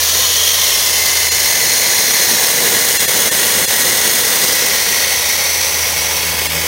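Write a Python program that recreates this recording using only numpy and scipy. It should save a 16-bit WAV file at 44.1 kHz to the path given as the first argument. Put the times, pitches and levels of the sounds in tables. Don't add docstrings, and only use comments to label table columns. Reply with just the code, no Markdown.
import sys
import numpy as np
from scipy import signal
from scipy.fft import rfft, irfft, next_fast_len
from scipy.io import wavfile

SR = 44100
rng = np.random.default_rng(int(sys.argv[2]) if len(sys.argv) > 2 else 0)


def generate_wav(signal):
    frames = np.transpose(np.atleast_2d(signal))
    scaled = np.clip(frames, -1, 1) * 32767
    pcm = np.round(scaled).astype(np.int16)
    wavfile.write(sys.argv[1], SR, pcm)


N = 294147
TIME = np.arange(N) / SR

# time in seconds, angle in degrees (0 faces the outlet).
MIC_ANGLES = [(0, -80), (1, -46), (2.8, -6), (4.2, 6), (4.7, 24), (6.2, 66), (6.67, 90)]
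# frequency in Hz, relative level in dB.
JET_COLOUR = [(110, -4), (200, -2.5), (300, -5), (420, -1.0), (750, -0.6), (1300, -3), (2600, -4),
              (5000, 0.3), (7500, -7.5), (10000, -0.5), (13000, -3), (15500, 2)]
# pitch in Hz, width in Hz, boost in dB.
VALVE_RINGS = [(515, 127, 8), (985, 110, 4.5), (1913, 410, 10), (3226, 930, 6), (4234, 290, 6.5),
               (5985, 780, 11.5), (6710, 546, 8.5), (7960, 210, 3.5), (9100, 37, 4.5), (9420, 1140, 4.5),
               (11620, 480, 5), (13960, 760, 6.1), (14740, 1040, 0.5)]
# pitch in Hz, width in Hz,
# boost in dB where it aims, aim in degrees, spread in degrees.
RECESS_BEAMS = [(847, 90, 5, 75, 41), (1060, 54, 8.5, -58, 23), (2063, 80, 10, -30, 22),
                (2055, 176, 7, 32, 15), (2300, 360, 5.5, 80, 34), (3280, 470, 7.5, -63.5, 15),
                (4194, 510, -13.5, 90, 24), (5440, 3600, -4, -1, 11), (5900, 970, -8, 79, 12),
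                (5810, 210, 5.5, 58, 5.6), (6830, 660, -11.5, 62, 26), (7600, 370, 5, 84, 44),
                (7860, 400, -7, -24, 9), (8400, 570, 7.5, -4, 45)]
RECESS_WALLS = [(0.1385, .0014, 0.14, -45, 21), (0.2052, 0, 0.24, 9.5, 13.5),
                (0.282, .00065, -0.088, -16, 27), (0.208, -.0002, -0.14, 29, 44)]
# middle in seconds, share lost from 0 to 1, half length in seconds.
HISS_DIPS = [(1.302, .85, .0075), (2.985, .9, .0075), (3.069, .92, .0075), (3.305, .92, .008),
             (3.667, .94, .009), (6.484, .88, .0075)]
# time in seconds, gain in dB.
ENGINE_LEVELS = [(0.1, -33.5), (0.85, -41), (1.25, -34), (1.55, -41), (2.4, -48), (4.55, -46.5),
                 (5.65, -36.5), (6.55, -31)]
# multiple of the crankshaft's speed, relative level in dB.
EXHAUST_TONES = [(2, -17), (3, -1), (5, -23), (6, -18), (9, -31)]
# multiple of the crankshaft's speed,
# relative level in dB.
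BAY_TONES = [(4, -32), (6, -9), (8, -21), (9, -14), (10, -12), (12, -10.5), (16, -12), (18, -10)]
# time in seconds, gain in dB on top of ENGINE_LEVELS.
BAY_LEVELS = [(0, -34), (5, -14), (5.8, -6), (6.3, -2.5), (6.67, -1.5)]
# frequency in Hz, relative level in dB.
CLATTER_COLOUR = [(100, -32), (250, -2), (500, -4), (1200, -1), (2400, -7), (5000, -10), (12000, -26)]
# frequency in Hz, relative level in dB.
RUMBLE_COLOUR = [(10, -20), (28, -19), (42, -10), (55, 1), (80, 0), (110, -4), (170, -18), (400, -50)]


def air_jet(angle, flutter_db, flutter_hz):
    air = high_pass(noise(JET_COLOUR), hz=77.5, order=3)
    air = air * from_db(flutter_db * drift(flutter_hz))
    for hz, width, db in VALVE_RINGS:
        air = resonate(air, hz, width, db)
    for hz, width, db, aim, spread in RECESS_BEAMS:
        air = resonate(air, hz, width, db * beam(angle, aim, spread))
    in_front = np.exp(-(angle / 35) ** 4)
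    rush_db = -3 + 7.5 * in_front + 0.002 * angle
    air = resonate(air, hz=210, width=240, db=rush_db + 1.8 * drift(6.1))
    treble_db = -0.63 - 0.0266 * angle
    air = resonate(air, hz=11200, width=10600, db=treble_db)
    level_db = -18 + 3 * beam(angle, aim=0, spread=19.8) - 0.0016 * angle
    return air * from_db(level_db)


def recess_walls(air, angle):
    return air + sum(share * beam(angle, aim, spread) * delay(air, metres + slope * (angle - aim))
                     for metres, slope, share, aim, spread in RECESS_WALLS)


def echoes(air, angle):
    short_waves = high_pass(air, hz=760, order=1)
    ground_metres = 1.25 - 0.25 * np.exp(-TIME / 1.15)
    offsets = np.linspace(-.12, .12, 7) + rng.normal(0, .01, 7)
    mirrored = delay(short_waves, ground_metres)
    scattered = scatter(short_waves, ground_metres + offsets[:, None])
    ground = .55 * mirrored + .75 * scattered
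    ground_db = -11 - 4 * beam(angle, aim=0, spread=19.8)
    panel_metres = [metres + rng.normal(0, .0015) * angle for metres in np.geomspace(.28, 2.6, 14)]
    return from_db(ground_db) * ground + from_db(-11.5) * scatter(short_waves, panel_metres)


def brief_dips(air, whistle_db, whistle_width_hz):
    lost = sum(share * np.exp(-.5 * ((TIME - middle) / half) ** 2) for middle, share, half in HISS_DIPS)
    pitches = np.linspace(1800, 12500, 14) * rng.uniform(.95, 1.05, 14)
    whistles = sum(band(air, hz, whistle_width_hz) for hz in pitches)
    return (1 - lost) * air + lost * from_db(whistle_db) * whistles


def diesel_engine(crank_hz, speed_wander, clatter_db, rumble_db):
    turns = np.cumsum(crank_hz * (1 + speed_wander * drift(1.5))) / SR
    since_firing = (3 * turns) % 1
    clatter = rms_one(noise(CLATTER_COLOUR) * np.exp(-since_firing / .3))
    bay = hum(BAY_TONES, turns, waver_db=3.0) + from_db(clatter_db) * clatter
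    exhaust = hum(EXHAUST_TONES, turns, waver_db=.5)
    engine = exhaust + from_db(over_time(BAY_LEVELS)) * bay
    rumble = rms_one(noise(RUMBLE_COLOUR))
    return from_db(over_time(ENGINE_LEVELS)) * engine + from_db(rumble_db) * rumble


def hum(tones, turns, waver_db):
    return np.sqrt(2) * sum(from_db(db + waver_db * drift(7)) * np.sin(2 * np.pi * multiple * turns)
                            for multiple, db in tones)


def beam(angle, aim, spread):
    return np.exp(-.5 * ((angle - aim) / spread) ** 2)


def scatter(air, paths):
    return sum(rng.choice([-1, 1]) * delay(air, metres) for metres in paths) / np.sqrt(len(paths))


def delay(x, metres):
    return np.interp(TIME - metres / 343, TIME, x)


def band(x, hz, width):
    return signal.lfilter(*signal.iirpeak(hz, hz / width, fs=SR), x)


def resonate(x, hz, width, db):
    return x + (from_db(db) - 1) * band(x, hz, width)


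def high_pass(x, hz, order):
    return signal.sosfilt(signal.butter(order, hz, "high", fs=SR, output="sos"), x)


def noise(colour):
    size = next_fast_len(N)
    hz, db = np.transpose(colour)
    bins = np.maximum(np.fft.rfftfreq(size, 1 / SR), 1)
    gains = from_db(np.interp(np.log(bins), np.log(hz), db))
    return irfft(rfft(rng.standard_normal(size)) * gains, size)[:N]


def drift(hz):
    memory = np.exp(-2 * np.pi * hz * 40 / SR)
    steps = rng.standard_normal(N // 40 + 2002)
    slow = signal.lfilter([1], [1, -2 * memory, memory * memory], steps)[2000:]
    return np.interp(np.arange(N) / 40, np.arange(len(slow)), rms_one(slow))


def over_time(rows):
    return np.interp(TIME, *np.transpose(rows))


def from_db(db):
    return 10 ** (db / 20)


def rms_one(x):
    return x / np.sqrt(np.mean(x ** 2))


def scene():
    angle = over_time(MIC_ANGLES)
    air = air_jet(angle, flutter_db=1.01, flutter_hz=102)
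    air = recess_walls(air, angle)
    air = from_db(-0.34) * (air + echoes(air, angle))
    air = brief_dips(air, whistle_db=14, whistle_width_hz=12)
    sound = air + diesel_engine(crank_hz=26.78, speed_wander=0.0022, clatter_db=-4, rumble_db=-48.0)
    return np.array([sound, sound])


def record(dry):
    rounded = dry / (1 + (dry / .82) ** 8) ** (1 / 8)
    return signal.sosfilt(signal.ellip(12, .1, 90, 15800, fs=SR, output="sos"), rounded)


dry = scene()
out = record(dry)
generate_wav(out)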